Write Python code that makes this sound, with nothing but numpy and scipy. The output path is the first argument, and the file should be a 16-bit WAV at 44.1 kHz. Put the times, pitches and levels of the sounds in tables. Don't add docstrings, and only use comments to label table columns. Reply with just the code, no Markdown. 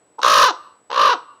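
import sys
import numpy as np
from scipy import signal
from scipy.fft import rfft, irfft, next_fast_len
from scipy.io import wavfile

SR = 44100
rng = np.random.default_rng(int(sys.argv[2]) if len(sys.argv) > 2 else 0)


def wav_out(sig):
    wavfile.write(sys.argv[1], SR, np.round(np.clip(np.atleast_2d(sig).T, -1, 1) * 32767).astype(np.int16))


N = 61739


def amp(db):
    return 10 ** (np.asarray(db) / 20)


def unit(x):
    return x / np.sqrt(np.mean(x ** 2) + 1e-18)


def curve(t, rows):
    return np.interp(t, *np.array(rows).T)


def colour(x, points):
    size = next_fast_len(2 * len(x), True) // 2 * 2
    hz, db = np.array(points).T
    freqs = np.maximum(np.arange(size // 2 + 1) * SR / size, 1)
    cepstrum = irfft(np.log(amp(np.interp(np.log(freqs), np.log(hz), db))))
    cepstrum[1:size // 2] *= 2
    cepstrum[size // 2 + 1:] = 0
    return irfft(rfft(x, size) * np.exp(rfft(cepstrum)))[:len(x)]


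def wander(hz):
    return unit(signal.sosfilt(signal.butter(2, hz, fs=SR, output="sos"), rng.standard_normal(N)))


# frequency in Hz, level in dB.
AIR_COLOUR = [(18, -74.5), (30, -54), (81, -18.5), (253, -17.5), (288, -10), (328, -16), (460, -11.5),
              (581, -13.5), (6360, -40), (7630, -36.5), (8250, -34.5), (15000, -59.5)]
AIR_DB, WHINE_HZ, WHINE_DB = -60.5, 7884, -65


def air_and_whine(t):
    air = amp(AIR_DB) * unit(colour(rng.standard_normal(N), AIR_COLOUR))
    whine = amp(WHINE_DB) * unit(np.sin(2 * np.pi * WHINE_HZ * t))
    return air + whine


# first burst in seconds, end in seconds, slowing of the flutter in seconds
# per square root of a second, time the flutter dies away in seconds, lag of the pitch behind each
# burst in cycles, roughness from 0 to 1, boost at 1600 Hz in dB, boost from 7000 Hz up in dB.
CAWS = [(.192, 0.521, .024, .459, 0.21, .5, 3, -1), (.904, 1.165, .027, 1.116, 0.099, 0.4, -0.5, -12)]
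# time in seconds, pitch in Hz.
CAW_PITCH = [
    [(.18, 442.1), (.22, 510.4), (.25, 554.6), (.30, 593.4), (.36, 567.6), (.42, 581.2), (.455, 526.3),
     (.478, 501.3), (.486, 423), (.502, 397.2), (.52, 289.6)],
    [(.90, 453.1), (.95, 505.5), (1.0, 555.2), (1.06, 564.1), (1.10, 509), (1.124, 498.3), (1.137, 408.5),
     (1.155, 328.3), (1.175, 255)],
]
# time in seconds, effort in dB.
CAW_EFFORT = [
    [(.182, -30.5), (.192, -20), (.205, -27), (.218, -23), (.232, -6.5), (.28, -3.5), (.335, -3.5),
     (.36, -3.5), (.44, -2.5), (.47, -9), (.495, -17), (.509, -14), (.527, -40.5)],
    [(.896, -46.5), (.903, -15.5), (.93, -10.5), (.965, -8.5), (1.0, -4), (1.06, -3.5), (1.10, -6),
     (1.135, -12.5), (1.152, -22.5), (1.175, -42.5)],
]
# time in seconds, opening from 0 (shut) to 1 (wide).
BEAK_OPENING = [
    [(.182, 0.13), (.20, 0.31), (.212, 0.25), (.216, 0.74), (.25, 0.82), (.47, 0.88), (.495, 1),
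     (.508, .45), (.525, 0)],
    [(.899, 0.05), (.902, 0.49), (.93, 0.72), (.96, 0.85), (1.12, 0.83), (1.14, 0.83), (1.152, 0.2),
     (1.175, 0.23)],
]
FLUTTER_PERIOD_S, FLUTTER_DEPTH, FLUTTER_FADE_S = .0103, .105, .015
RATTLE_S, BREAK_S, JITTER, JITTER_HZ = .082, .03, .055, 680


def caw(t, row, pitch, effort, beak):
    start, end, slowing, smooth_at, lag, roughness, mid_db, treble_db = row
    age = np.maximum(t - start, 0)
    cycles = np.cumsum(1 / (FLUTTER_PERIOD_S + slowing * np.sqrt(age))) / SR
    cycles -= np.interp(start, t, cycles)
    flutter = np.clip((smooth_at - t) / FLUTTER_FADE_S + .5, 0, 1)
    opening = np.clip(curve(t, beak), 0, 1)
    fades = np.clip((t - effort[0][0]) / .002, 0, 1) * np.clip((end - t) / .005, 0, 1)
    push = amp(curve(t, effort)) * fades
    burst = np.abs(np.cos(np.pi * cycles))
    early = np.exp(-(age / RATTLE_S) ** 2)
    gap = flutter * (1 - burst ** 1.26)
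    rattle = early * (1 - burst ** 5.6)
    slack = flutter * (1 - early) * np.sin(np.pi * (cycles - lag)) ** 2
    core_chop = amp(-opening * (10 * gap ** 1.6 + 12.5 * rattle))
    upper_chop = amp(-6 * slack - 17 * rattle)
    crack = .57 * np.exp(-((t - end) / BREAK_S) ** 2)
    rough = crack + roughness * (.17 + 1.6 * gap ** 2 + 2.58 * opening * early)
    bend = FLUTTER_DEPTH * flutter * np.cos(2 * np.pi * (cycles - lag))
    hz = curve(t, pitch) * (1 + bend + JITTER * rough * wander(JITTER_HZ))
    phase = 2 * np.pi * np.cumsum(hz) / SR
    tone = throat(push * membrane(phase, rough, core_chop, upper_chop), opening)
    puffs = opening * upper_chop * (1 + .8 * np.cos(phase))
    voice_with_distortion = tone + rasp(puffs, push, rough) + camera_distortion(puffs, push, gap)
    brightness = [(1200, .038), (1600, mid_db), (2900, treble_db / 10),
                  (4500, treble_db / 3), (7000, treble_db)]
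    return colour(voice_with_distortion, brightness)


def membrane(phase, rough, core_chop, upper_chop):
    core = (np.cos(phase) + np.cos(2 * phase)) * (1 + .74 * rough * wander(350))
    smear, fray = .22, .24
    upper = sum(np.cos(k * phase - smear * k * k + fray * k * rough * wander(148)) for k in range(3, 20))
    shimmer = 1 + .89 * rough * wander(300)
    return core * core_chop + upper * upper_chop * shimmer


# frequency in Hz, level in dB.
OPEN_THROAT = [(60, -50.5), (150, -45.5), (300, -16), (480, -10.5), (620, -17), (760, -14.5), (920, 1.5),
               (1130, 0.5), (1300, -0.5), (1550, -8), (1850, -17), (2300, -25), (2850, -12), (3300, -18.5),
               (3900, -13.5), (4900, -18.5), (5800, -16.5), (6800, -32.5), (7800, -39), (9000, -38),
               (15000, -39.5)]
# frequency in Hz, level in dB.
SHUT_THROAT = [(120, -31), (260, -3.5), (450, -12), (620, -11.5), (860, 7), (1050, 1.5), (1400, -4.5),
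               (2000, -35.5), (5000, -48), (9000, -68.5)]


def throat(buzz, opening):
    return 2 * amp(-7) * (colour(buzz * opening, OPEN_THROAT) + colour(buzz * (1 - opening), SHUT_THROAT))


# frequency in Hz, level in dB.
RASP_COLOUR = [(25, -55.5), (80, -29.5), (200, -26.5), (450, -1.5), (750, -18.5), (1100, -2.5), (1600, -6),
               (2200, -8), (2900, -3), (4200, -1), (5000, -27.5), (6000, -4), (7000, -8), (7900, -39.5),
               (10000, -47), (15000, -55.5)]


def rasp(puffs, push, rough):
    breath = rng.standard_normal(N) * puffs * push * (.5 + rough)
    return 2 * amp(-11.5) * colour(breath, RASP_COLOUR)


# frequency in Hz, level in dB.
DISTORTION_COLOUR = [(25, -15), (60, 2.5), (200, 6.5), (500, 4.5), (7700, -29.5), (8600, 2), (11000, 1),
                     (15500, -6)]


def camera_distortion(puffs, push, gap):
    snaps_db = 2.5 * wander(222)
    strength = puffs * push ** 2.12 * amp(-18.5 - 4 * gap + snaps_db)
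    return colour(rng.standard_normal(N) * strength, DISTORTION_COLOUR)


# frequency in Hz, level in dB.
NEAR_TREES = [(100, 6.5), (500, 1), (1100, 2), (2000, -2.5), (4000, -2), (7000, -2), (14000, -32.5)]
# frequency in Hz, level in dB.
FAR_TREES = [(100, -2), (500, -5.5), (850, 0), (1150, 3.5), (1500, 0), (2100, -8), (2550, -8.5), (2800, 0),
             (3100, -9.5), (4200, -4), (7000, -15.5), (14000, -8)]
NEAR_FADE_S, ECHO_DELAY_S, ECHO_SPREAD_S = .27, .22, .052


def woods(x, t):
    near = unit(rng.standard_normal(N) * amp(-60 * t / NEAR_FADE_S) * np.clip(t / .004, 0, 1))
    far = unit(rng.standard_normal(N) * np.exp(-np.abs(t - ECHO_DELAY_S) / ECHO_SPREAD_S))
    echoes = (amp(-12) * colour(near, NEAR_TREES) + amp(-35) * colour(far, FAR_TREES)) / np.sqrt(N)
    return x + signal.fftconvolve(x, echoes)[:N]


def scene():
    t = np.arange(N) / SR
    caws = sum(caw(t, *parts) for parts in zip(CAWS, CAW_PITCH, CAW_EFFORT, BEAK_OPENING))
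    return (woods(caws, t) + air_and_whine(t))[None]


HEADROOM, LOW_CUT_HZ, HIGH_CUT_HZ = .97, 82, 15550


def record(dry):
    rounded = HEADROOM * np.tanh(dry / HEADROOM)
    thinned = signal.sosfilt(signal.butter(2, LOW_CUT_HZ, "high", fs=SR, output="sos"), rounded)
    return signal.sosfilt(signal.ellip(10, .2, 80, HIGH_CUT_HZ, fs=SR, output="sos"), thinned)


dry = scene()
out = record(dry)
wav_out(out)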